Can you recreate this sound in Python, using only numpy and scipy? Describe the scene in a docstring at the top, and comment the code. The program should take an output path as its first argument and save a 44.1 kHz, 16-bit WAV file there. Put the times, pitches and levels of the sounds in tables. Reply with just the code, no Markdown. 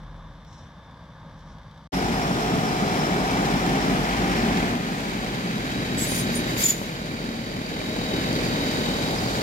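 """First a potato harvester rumbles far off in a field. After a short silence, at about 1.9 s, the
listener stands by its tractor and moves toward an idling truck. Periodic firings make both diesels
throb and knock, while impacts in the unloading elevator set its chain rattling and jingling.
From about 4.5 s the truck's meshing timing gears whine. Between 6 and 7 s friction makes the
elevator belt scrape and squeal on its guides; then the truck idles on."""
import sys
import numpy as np
from scipy import signal
from scipy.fft import rfft, irfft
from scipy.io import wavfile
from scipy.ndimage import uniform_filter1d

SR = 44100
rng = np.random.default_rng(int(sys.argv[2]) if len(sys.argv) > 2 else 0)


def wrap_up_sound(samples):
    """Save the sound to the file named by the first command line argument, as 16-bit audio."""
    columns = np.atleast_2d(samples).T
    # keep every value between -1 and 1, then stretch to whole-number steps
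    tamed = np.clip(columns, -1, 1)
    steps = np.round(tamed * 32767).astype(np.int16)
    wavfile.write(sys.argv[1], SR, steps)


N = 415422
T = np.arange(N) / SR
FREQ = np.maximum(np.fft.rfftfreq(N, 1 / SR), 1)
FAR_END_S, NEAR_START_S = 1.875, 1.92
LOW_CUT_HZ, HIGH_CUT_HZ = 53, 15750

# The listener's path. Each row: time in seconds, truck's share of the power, treble gain in dB.
PATH = [(1.9, 0.07, -0.5), (3.2, 0, -1), (4.5, 0.21, -3.5), (5.0, 0.32, -1.5), (6.0, 0.8, -2),
        (7.3, 0.99, -0.5), (8.4, 1, 0), (9.4, 0.73, 3.5)]
# Likeness of left and right. Each row: frequency in Hz, coherence from 0 to 1.
FAR_COHERENCE = [(40, 1), (1200, 0.99), (2000, 0.5), (2600, 0.29), (3400, 0.96), (4800, 0.48), (7000, .78),
                 (10000, .2)]
NEAR_COHERENCE = [(40, 0.86), (250, 0.99), (700, 0.73), (1400, 0.88), (2200, 0.35), (3500, 0.24),
                  (14000, 0)]
# Direction of each source. 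Each row: frequency in Hz, left minus right level in dB.
TRACTOR_PAN = [(60, 1.0), (110, 1.5), (200, 1.0), (380, -0.5), (700, -2), (1290, 1.5), (2380, 1.5),
               (4400, 1), (8120, 0.5), (15000, 0.5)]
TRUCK_PAN = [(1200, -2.5), (2400, -5), (3300, 8), (3900, 1), (4600, -4.5), (5800, -3), (7800, -3),
             (14000, -3)]
BELT_PAN = [(4000, 1.5), (7000, -1), (7800, 1), (9400, -6), (10300, 3), (12800, 3), (14000, 2)]
# Spectral envelopes. Each row: frequency in Hz, relative level in dB.
FAR_RUMBLE_SPECTRUM = [(20, -32), (38, -26), (60, -5), (130, -0.5), (205, -4.5), (290, -14.5), (400, -22),
                       (530, -12.5), (750, -17), (950, -11.5), (1180, -14.5), (1350, -22), (1700, -17),
                       (1950, -28.5)]
FAR_CLATTER_SPECTRUM = [(1600, -11), (2150, 0.5), (2450, -16), (2750, -11), (3050, -3), (3600, 0),
                        (4500, -9.5), (5800, -8), (6700, -18.5), (9000, -22.5), (11000, -27), (15500, -28)]
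TRACTOR_BODY_SPECTRUM = [(15, -18), (25, -20), (44, -11), (81, -13.5), (147, 0.5), (182, 2), (273, -4.5),
                         (334, -7), (403, -8), (510, -16), (714, -8), (790, -6), (859, -10.5),
                         (1070, -14.5), (1400, -8.5), (1820, -11), (3080, -120)]
TRACTOR_METAL_SPECTRUM = [(590, -26), (1000, 10), (1080, -8), (1200, -2.5), (1530, -1.5), (2310, -3.5),
                          (2810, -8), (3150, -6.5), (4240, -10), (5400, -14), (5850, -13), (7360, -15.5),
                          (9690, -24.5), (11100, -21.5), (12200, -25.5), (15500, -27)]
TRUCK_BODY_SPECTRUM = [(15, -10), (25, -14), (43, -5), (80, -10.5), (118, -0.5), (235, -0.5), (493, -11),
                       (613, -9.5), (667, -13.5), (776, -13), (888, -16.5), (1290, -18.5), (1400, -8),
                       (1820, -54), (3080, -120)]
TRUCK_METAL_SPECTRUM = [(590, -31), (1000, 4), (1300, 1), (2310, -1), (2770, -5), (3110, -5), (3570, -7),
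                        (3870, -1.5), (4100, -5.5), (4700, -2), (5400, -12.5), (6870, -11), (8540, -21.5),
                        (11200, -19), (15500, -25)]
SCRAPE_SPECTRUM = [(1200, -11), (2200, -0.5), (3300, -4), (5000, 0.5), (7000, -0.5), (8500, -6.5),
                   (10000, -3.5), (13000, -4), (15500, -10)]
# Steady tones of exhausts, shafts and gears. Each row: frequency in Hz, relative level in dB.
FAR_HUM = [(42.3, -50.5), (62.4, -54), (85, -67), (157, -56.5), (1190, -70.5)]
TRACTOR_HUM = [(42.6, -41.5), (45.1, -53), (52.8, -38.5), (85.2, -53), (273.8, -37), (737.4, -44),
               (791.5, -51), (1231, -54), (2309, -54.5), (4022, -59)]
TRUCK_HUM = [(42.6, -38), (45.1, -56), (52.8, -52), (80.2, -44.5), (85.2, -48.5), (120.3, -42.5),
             (212.5, -43), (627, -49.5), (701, -55), (762.5, -54)]
# Damped modes. Each row: natural frequency in Hz, bandwidth in Hz, relative level in dB.
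FAR_LINK_MODES = [(3100, 400, -3), (3950, 250, 5), (5300, 500, 4), (5700, 260, -1)]
NEAR_LINK_MODES = [(4990, 100, 3.5), (5400, 120, 5.5), (5520, 120, 2.5), (11200, 600, -13)]
LOOSE_METAL_MODES = [(2090, 110, -1), (2340, 110, 3), (3080, 110, -4), (4660, 170, -1.5)]
BELT_GUIDE_MODES = [(2230, 400, -4), (3400, 180, 6.5), (4740, 300, -4), (6660, 360, 4.5), (7540, 200, 3),
                    (10150, 250, -10), (11600, 250, -3), (12750, 250, -1), (13700, 250, -4)]
TRUCK_BODY_MODES = [(256, 32, -9.5)]
# Passing tones. Each row: start and length in seconds, pitch in Hz, relative level in dB.
DISTANT_WHINES = [(-.3, 1.55, 3555, -65.5), (1.25, .7, 3560, -70), (.7, .6, 4750, -75),
                  (1.3, .7, 4700, -73), (.525, .075, 5600, -64), (.56, .135, 5870, -65.5),
                  (1.36, .05, 5750, -68.5), (1.44, .12, 5800, -68.5)]
LINK_CHIRPS = [(2.045, .014, 5500, -41), (2.222, .016, 5450, -42), (2.638, .02, 5520, -46),
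               (2.679, .014, 5040, -42.5), (2.716, .01, 5000, -46), (2.867, .014, 5000, -39.5),
               (2.908, .007, 5030, -42), (2.982, .01, 5000, -44), (2.996, .014, 5400, -41.5),
               (3.02, .008, 5000, -39), (3.055, .015, 5350, -45), (3.211, .008, 5000, -43),
               (4.385, .012, 5350, -43.5), (9.183, .01, 5000, -36)]
PANEL_DRONES = [(4.38, 0.095, 233, -26), (4.68, 0.1, 233, -28), (5.05, .9, 212.5, -40),
                (6.142, 0.28, 241.4, -34.5), (6.45, 0.16, 120.2, -35), (7.242, 0.2, 231.4, -31),
                (7.85, .22, 230, -34.5), (8.534, 0.13, 280, -32), (9.13, .3, 119.8, -35.5)]
# Bursts of noise. Each row: start and length in seconds, relative level in dB.
FAR_CHAIN_SWISHES = [(0.475, 0.075, -60), (.55, .055, -57), (.61, .08, -64), (1.36, 0.2, -69),
                     (1.5, .04, -68)]
BELT_SCRAPES = [(5.983, 0.11, -32.5), (6.09, 0.14, -31), (6.325, 0.082, -35), (6.47, .1, -41),
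                (6.577, 0.15, -27.5), (6.63, 0.058, -28.5)]
# Blows on the elevator frame. Each row: time in seconds, peak in dB, resonance and bandwidth in Hz.
FRAME_KNOCKS = [(2.691, -24, 1000, 500), (2.993, -23, 900, 500), (3.663, -19, 850, 600),
                (3.664, -23, 2400, 1500), (4.572, -20.5, 3700, 1800), (5.003, -26, 1800, 2000),
                (5.245, -26, 3800, 1000), (5.511, -21, 2300, 700), (8.329, -19, 4600, 400),
                (8.354, -20.5, 4550, 500), (9.108, -24, 3800, 600)]
# Belt squeals. Each row: start and length in seconds, pitch in Hz, fractional glide, level in dB.
BELT_SQUEALS = [(5.979, .018, 7830, -.01, -27), (6.01, 0.039, 7710, 0.0028, -26.5),
                (6.012, 0.047, 12820, 0, -41), (5.99, 0.07, 10080, -.015, -39),
                (6.075, 0.095, 9500, -.012, -34.5), (6.18, 0.04, 9400, -.003, -32.5),
                (6.351, 0.032, 9340, -.018, -31), (6.578, .03, 12700, .01, -34),
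                (6.606, .028, 12950, .035, -33), (6.638, 0.008, 7120, -0.016, -13),
                (6.654, 0.015, 7020, -0.014, -16), (6.641, .022, 13850, 0, -30),
                (6.648, .01, 10250, 0, -43), (6.684, 0.0054, 6900, -0.00037, -20),
                (6.685, .011, 13700, .005, -26), (6.689, 0.007, 10250, 0, -40),
                (6.693, 0.018, 7060, 0, -17.5), (6.697, 0.015, 6880, -.005, -18.5),
                (6.699, .03, 13900, -.065, -37)]
# Gear mesh lines. Each entry: a multiple of the truck's firing rate; below, its relative level in dB.
MESH_ORDERS = [38, 76, 77, 94, 95, 96]
MESH_DB = [-4, -0.5, -32, -33, 4, -0.5]
# Tones reach the two sides by different paths. Each pair: left and right phase in radians.
WHINE_PHASES = [0.9, -0.9]
SQUEAL_PHASES = [0.45, -0.45]
# Brief swells and sags. Each row: start and length in seconds, change in dB.
WHINE_SWELLS = [(6.75, 0.96, -4.5), (7.9, .38, 1), (8.3, .2, -5), (8.52, .6, 2), (9.138, .16, -6)]
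BOOM_SWELLS = [(2.39, 0.086, -3.5), (2.54, 0.055, 3), (3.176, .06, 2.5), (3.23, 0.045, -2),
               (3.66, 0.046, 3), (3.763, .06, -0.5), (3.867, .13, 2), (4.088, 0.089, -3.5)]
# Dips of the machine noise. Each row: start and hold in seconds, depth in dB.
LEVEL_DIPS = [(4.766, 0.44, 2), (6.634, 0.98, 5)]
# The truck's settling idle. Each row: time in seconds, firing rate in Hz.
TRUCK_FIRING_RATE = [(5.4, 41.05), (6.0, 40.62), (6.6, 40.1), (7.6, 40.05), (7.95, 40.2), (8.3, 40.0),
                     (8.75, 40.12), (9.4, 40.0)]
# Bands along the path. Each row: time in seconds, then engine boom, casing roar and clatter in dB.
BAND_LEVELS = [(1.95, -27, -33.5, -38.5), (3.35, -25.5, -31.5, -36.5), (4.62, -25, -34.5, -34.5),
               (4.76, -28.5, -36.5, -38.5), (4.83, -30, -38.5, -37), (5.1, -28.5, -37, -37.5),
               (5.7, -30.5, -40.5, -38.5), (6.55, -30, -38.5, -37.5), (7.3, -29, -37.5, -38),
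               (8.55, -29, -35, -37), (9.42, -28.5, -34, -39.4)]


def undb(db):
    """Amplitude ratio for a level in decibels."""
    return 10 ** (np.asarray(db) / 20)


def unit(x):
    """Normalisation to rms 1."""
    return x / np.sqrt(np.mean(x ** 2))


def curves(table):
    """Linear interpolation of each column in time."""
    times, *columns = np.transpose(table)
    return [np.interp(T, times, column) for column in columns]


def across(points):
    """Interpolation on a logarithmic frequency axis."""
    hz, value = np.transpose(points)
    return np.interp(np.log(FREQ), np.log(hz), value)


def shape(x, gain):
    """Filtering as multiplication of the spectrum."""
    return irfft(rfft(x) * gain, N)


def below(hz):
    """Fifth-order Butterworth low-pass gain."""
    return 1 / np.sqrt(1 + (FREQ / hz) ** 10)


def above(hz):
    """High-pass gain, the power complement of below()."""
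    return np.sqrt(1 - below(hz) ** 2)


def band_unit(x, lo_hz, hi_hz):
    """Normalisation of the stereo centre to rms 1 within a band."""
    return x / np.std(shape(x.mean(axis=0), (FREQ > lo_hz) & (FREQ < hi_hz)))


def wander(rate):
    """Smoothed noise with a spread near 1 and `rate` changes a second."""
    hold = max(int(SR / rate), 1)
    steps = np.repeat(rng.standard_normal(N // hold + 1), hold)[:N]
    return 1.304 * uniform_filter1d(uniform_filter1d(steps, hold), hold)


def cycles(hz, drift):
    """Phase in cycles, the integral of a slightly drifting frequency."""
    return np.cumsum(hz * (1 + drift * wander(5))) / SR


def gate(start, length, edge_s, t=T):
    """Amplitude envelope with soft edges."""
    return (1 + np.tanh((t - start) / edge_s)) * (1 + np.tanh((start + length - t) / edge_s)) / 4


def resonances(modes):
    """Superposed complex responses of damped oscillators."""
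    return sum(undb(db) / (1 + 1j * (FREQ / hz - hz / FREQ) * hz / width) for hz, width, db in modes)


def pan(balance):
    """Level difference between the sides, as two gains by frequency."""
    return undb(np.array([[.5], [-.5]]) * across(balance))


def stereo(pair, coherence, lag_ms):
    """Partial coherence: two signals mix as mid and side; a positive lag delays the right."""
    alike = np.clip(across(coherence), 0, .999)
    mid, side = shape(pair[0], np.sqrt(1 + alike)), shape(pair[1], np.sqrt(1 - alike))
    return np.array([mid + side, shape(mid - side, np.exp(-2j * np.pi * FREQ * lag_ms / 1000))])


def combustion(turn, repeat, knock, decay, scatter_db, cylinders=6):
    """Periodic excitation: each firing is a dying burst; part recurs on each round of the cylinders."""
    firing, phase = turn.astype(int), turn % 1
    size = int(cylinders * N / turn[-1])
    place = turn % cylinders / cylinders * size
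    pattern = np.array([np.interp(place, np.arange(size), p) for p in rng.standard_normal((2, size))])
    noise = np.sqrt(repeat) * unit(pattern) + np.sqrt(1 - repeat) * rng.standard_normal((2, N))
    scatter = rng.standard_normal(N)[firing] + .5 * rng.standard_normal(cylinders)[firing % cylinders]
    return unit(noise * (1 + knock * undb(scatter_db * scatter) * np.exp(-phase / decay)))


def rattle(rate, spread_db, ring_s):
    """Poisson impacts: random blows, a few much harder than the rest, decay exponentially."""
    blows = (rng.random(N) < rate / SR) * undb(spread_db * np.minimum(rng.exponential(size=N), 4))
    power = signal.lfilter([1], [1, -np.exp(-2 / (ring_s * SR))], blows ** 2)
    return unit(np.sqrt(power + 1e-12) * rng.standard_normal((2, N)))


def ring_mode(blows, mode, skirt):
    """Resonance in one mode; a band `skirt` times as wide steepens its flanks."""
    hz, width, _ = mode
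    return shape(blows, resonances([mode]) * resonances([(hz, skirt * width, 0)]))


def hum(table, drift, waver_db):
    """Line spectrum of rotating machinery, wandering in pitch and strength."""
    return sum(np.sqrt(2) * undb(db + waver_db * wander(4.3)) * np.sin(2 * np.pi * cycles(hz, drift))
               for hz, db in table)


def far_harvester():
    """Interference with the bounce off the soil notches a distant rumble; chains swish, tones whine."""
    rumble_db = -46 - 0.7 * T + 1.3 * wander(7.6)  # fades as it recedes
    turn = cycles(hz=62.4, drift=0.00407)
    throb = combustion(turn, repeat=0.21, knock=0.46, decay=0.24, scatter_db=0.5)
    rumble = unit(shape(throb, undb(across(FAR_RUMBLE_SPECTRUM)) * below(2330)))
    knock = combustion(turn, repeat=.07, knock=.45, decay=.25, scatter_db=5.0)
    clatter = unit(shape(knock, undb(across(FAR_CLATTER_SPECTRUM)) * above(1600)))
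    links = rattle(rate=1300, spread_db=5.0, ring_s=.015)
    swish = unit(shape(links, resonances(FAR_LINK_MODES) * below(8100)))
    swish *= sum(undb(db) * gate(s, length, edge_s=.018) for s, length, db in FAR_CHAIN_SWISHES)
    whine = 0
    for start, length, hz, db in DISTANT_WHINES:
        envelope = undb(db + 1.9 * wander(39.4)) * gate(start, length, edge_s=.08)
        whine += envelope * np.sin(2 * np.pi * cycles(hz, drift=0.00306) + 1.1 * wander(90))
    noise = undb(rumble_db) * rumble + undb(-61.5) * clatter + swish
    noise = stereo(noise, FAR_COHERENCE, lag_ms=-0.032) / np.sqrt(2)
    return noise + whine + hum(FAR_HUM, drift=0.00376, waver_db=-3.5)


def loose_fittings(truck_share):
    """Impact excitation: loose metal on the truck taps, each part ringing its own mode."""
    taps = sum(ring_mode(rattle(rate=28, spread_db=2.5, ring_s=.003), mode, skirt=5)
               for mode in LOOSE_METAL_MODES)
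    return unit(taps) * undb(-43.5) * truck_share


def chain_jingle():
    """Modal ringing: loose links collide in clusters, fading as they are left behind."""
    level_db = -43 - 0.5 * (T - NEAR_START_S)
    links = 0
    for mode in NEAR_LINK_MODES:
        blows = rattle(rate=500, spread_db=1.5, ring_s=0.0068)
        links += ring_mode(blows, mode, skirt=4) * undb(2.1 * wander(22.06))
    return unit(links) * undb(level_db) * gate(0, length=4.56, edge_s=.1)


def link_chirps():
    """Dry friction: turning links give short rough chirps near their ringing pitch."""
    wavering_time = np.cumsum(1 + .025 * wander(900)) / SR
    grip = np.sqrt(2) * undb(6 * np.array([wander(500), wander(500)]))
    return grip * sum(undb(db) * gate(s, length, edge_s=.003) * np.sin(2 * np.pi * hz * wavering_time)
                      for s, length, hz, db in LINK_CHIRPS)


def frame_knocks():
    """Transient response: each hard blow excites a broad resonance of the elevator frame."""
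    knocks = 0
    for start, db, hz, width in FRAME_KNOCKS:
        blow = rng.standard_normal((2, N)) * (T >= start) * np.exp(-np.abs(T - start) / 0.0023)
        ring = shape(blow, resonances([(hz, width, 0)]))
        knocks += undb(db) * ring / np.abs(ring).max()
    return knocks


def panel_drones():
    """Sympathetic resonance: panels hum briefly when the engines shake them at their own pitch."""
    wobble = 0.39 * wander(25)
    return sum(np.sqrt(2) * undb(db) * gate(s, length, 0.021) * np.sin(2 * np.pi * hz * T + wobble)
               for s, length, hz, db in PANEL_DRONES)


def gear_whine(truck_turn, truck_share):
    """Tooth meshing: timing gears sing with sidebands one firing rate apart, louder near the truck."""
    level_db = -45 - 14 * (1 - truck_share)
    level_db += sum(db * gate(s, length, edge_s=.03) for s, length, db in WHINE_SWELLS)
    side_phase, side_db = np.array(WHINE_PHASES)[:, None], np.array([[4.0], [-2.0]])
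    lines = 0
    for order, db in zip(MESH_ORDERS, MESH_DB):
        flutter = undb(db + 1.7 * wander(55) + 0.93 * wander(9))
        lines += flutter * np.sin(2 * np.pi * order * truck_turn + 0.34 * wander(70) + side_phase)
    return lines * undb(level_db + side_db) * gate(start=4.5, length=6, edge_s=1.0)


def belt_scrapes():
    """Sliding friction: the belt hisses on its steel guides; each scrape dies away between machines."""
    power = 0
    for start, length, db in BELT_SCRAPES:
        tail = undb(-10.5) * (T > start + length) * np.exp(-np.abs(T - start - length) / 0.11)
        power += (undb(db) * np.maximum(gate(start, length, edge_s=0.021), tail)) ** 2
    drag = np.sqrt(power) * undb(1.2 * wander(110))  # the drag sputters
    slips = rattle(rate=6000, spread_db=1, ring_s=.002)
    return drag * unit(shape(slips, undb(across(SCRAPE_SPECTRUM)) * (1 + resonances(BELT_GUIDE_MODES))))


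def belt_squeals():
    """Stick-slip oscillation: the belt catches into unsteady tones, which ring on briefly."""
    squeals = np.zeros((2, N))
    for start, length, hz, glide, db in BELT_SQUEALS:
        span = (T > start - .02) & (T < start + length + .12)
        t = T[span]
        waver = unit(uniform_filter1d(rng.standard_normal(len(t)), size=45))
        pitch = hz * (1 + glide * np.clip((t - start) / length, 0, 1) + 0.009 * waver)
        phase = 2 * np.pi * np.cumsum(pitch) / SR + np.array(SQUEAL_PHASES)[:, None]
        grip = undb(4 * np.tanh(unit(uniform_filter1d(rng.standard_normal((2, len(t))), size=130))))
        octave = undb(-20) * np.sin(2 * phase) * (2 * hz < .95 * HIGH_CUT_HZ)
        ring = undb(-10) * (t > start + length) * np.exp(-np.abs(t - start - length) / 0.024)
        envelope = np.maximum(gate(start, length, edge_s=.003, t=t), ring)
        squeals[:, span] += undb(db) * grip * (np.sin(phase) + octave) * envelope
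    return shape(squeals, 1)


def engine_bodies(tractor_turn, truck_turn, truck_share):
    """Forced vibration: the firings throb through each machine's body."""
    tractor = combustion(tractor_turn, repeat=0.11, knock=0.35, decay=0.44, scatter_db=1.0)
    tractor = unit(shape(tractor, undb(across(TRACTOR_BODY_SPECTRUM))))
    truck = combustion(truck_turn, repeat=0.32, knock=0.6, decay=0.23, scatter_db=4.0)
    truck = unit(shape(truck, undb(across(TRUCK_BODY_SPECTRUM)) * (1 + resonances(TRUCK_BODY_MODES))))
    both = np.sqrt(1 - truck_share) * tractor + np.sqrt(truck_share) * truck
    return stereo(both, NEAR_COHERENCE, lag_ms=0.3)


def metal_clatter(tractor_turn, truck_turn, truck_share):
    """Impact noise: the diesels knock in their blocks while links and clods strike the elevator."""
    elevator = undb(-8.5) * rattle(rate=200, spread_db=3.5, ring_s=0.015)
    tractor = combustion(tractor_turn, repeat=.1, knock=0.29, decay=0.17, scatter_db=2.5)
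    truck = combustion(truck_turn, repeat=0.21, knock=0.37, decay=0.21, scatter_db=3)
    metal = 0
    for share, knock, colour, sides in ((1 - truck_share, tractor, TRACTOR_METAL_SPECTRUM, TRACTOR_PAN),
                                        (truck_share, truck, TRUCK_METAL_SPECTRUM, TRUCK_PAN)):
        blows = stereo(knock + elevator, NEAR_COHERENCE, lag_ms=0.385)
        metal += np.sqrt(share) * unit(shape(blows, undb(across(colour)) * pan(sides) * above(1270)))
    return band_unit(metal, 1380, 3150)


def near_diesels(truck_turn, truck_share, treble_db):
    """Superposition: boom, roar, clatter and hum of two engines, crossfaded along the path."""
    boom_db, roar_db, clatter_db = curves(BAND_LEVELS)
    tractor_turn = cycles(hz=52.8, drift=.002)
    body = engine_bodies(tractor_turn, truck_turn, truck_share)
    swell_db = sum(db * gate(s, length, edge_s=.015) for s, length, db in BOOM_SWELLS)
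    boom = band_unit(shape(body, below(442)), 85, 500) * undb(boom_db + swell_db + 0.66 * wander(16))
    roar = band_unit(shape(body, above(439) * below(1210)), 450, 1340) * undb(roar_db)
    metal = metal_clatter(tractor_turn, truck_turn, truck_share)
    # the treble is shadowed first as the machines screen each other
    metal += (undb(treble_db) - 1) * shape(metal, above(3250) ** 2)
    tones = (1 - truck_share) * hum(TRACTOR_HUM, drift=0.00124, waver_db=3.0)
    tones += truck_share * hum(TRUCK_HUM, drift=0.00117, waver_db=2.5)
    return boom + roar + metal * undb(clatter_db) + tones * undb(0.72 * (boom_db + 27.5))


def dips(fall_s=0.028, recover_s=0.58):
    """Amplitude modulation: the level sinks quickly, holds and recovers slowly."""
    loss_db = 0
    for start, hold, depth_db in LEVEL_DIPS:
        fall, recovery = (T - start) / fall_s, 1 - (T - start - fall_s - hold) / recover_s
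        loss_db += depth_db * np.clip(np.minimum(fall, recovery), 0, 1)
    return undb(-loss_db)


def scene():
    """Sources add linearly: the distant harvester, a short silence, then the near machines."""
    truck_share, treble_db = curves(PATH)
    truck_turn = cycles(curves(TRUCK_FIRING_RATE)[0], drift=0.000705)
    machines = near_diesels(truck_turn, truck_share, treble_db) + panel_drones()
    machines += gear_whine(truck_turn, truck_share)
    machines += chain_jingle() + frame_knocks() + link_chirps() + loose_fittings(truck_share)
    belt = shape(belt_scrapes() + belt_squeals(), pan(BELT_PAN))  # heard past the truck's cab
    near = (machines * dips() + belt) * np.clip((T - NEAR_START_S) / 0.017, 0, 1)
    far = far_harvester() * np.clip((FAR_END_S - T) / 0.0014, 0, 1)
    return (far + near) * undb(np.array([[.35], [-.35]]))


def record(dry):
    """Band limiting: filters cut the deepest bass and the highest treble."""
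    thinned = signal.sosfilt(signal.butter(2, LOW_CUT_HZ, "high", fs=SR, output="sos"), dry)
    return signal.sosfilt(signal.ellip(10, .2, 80, HIGH_CUT_HZ, fs=SR, output="sos"), thinned)


dry = scene()
out = record(dry)
wrap_up_sound(out)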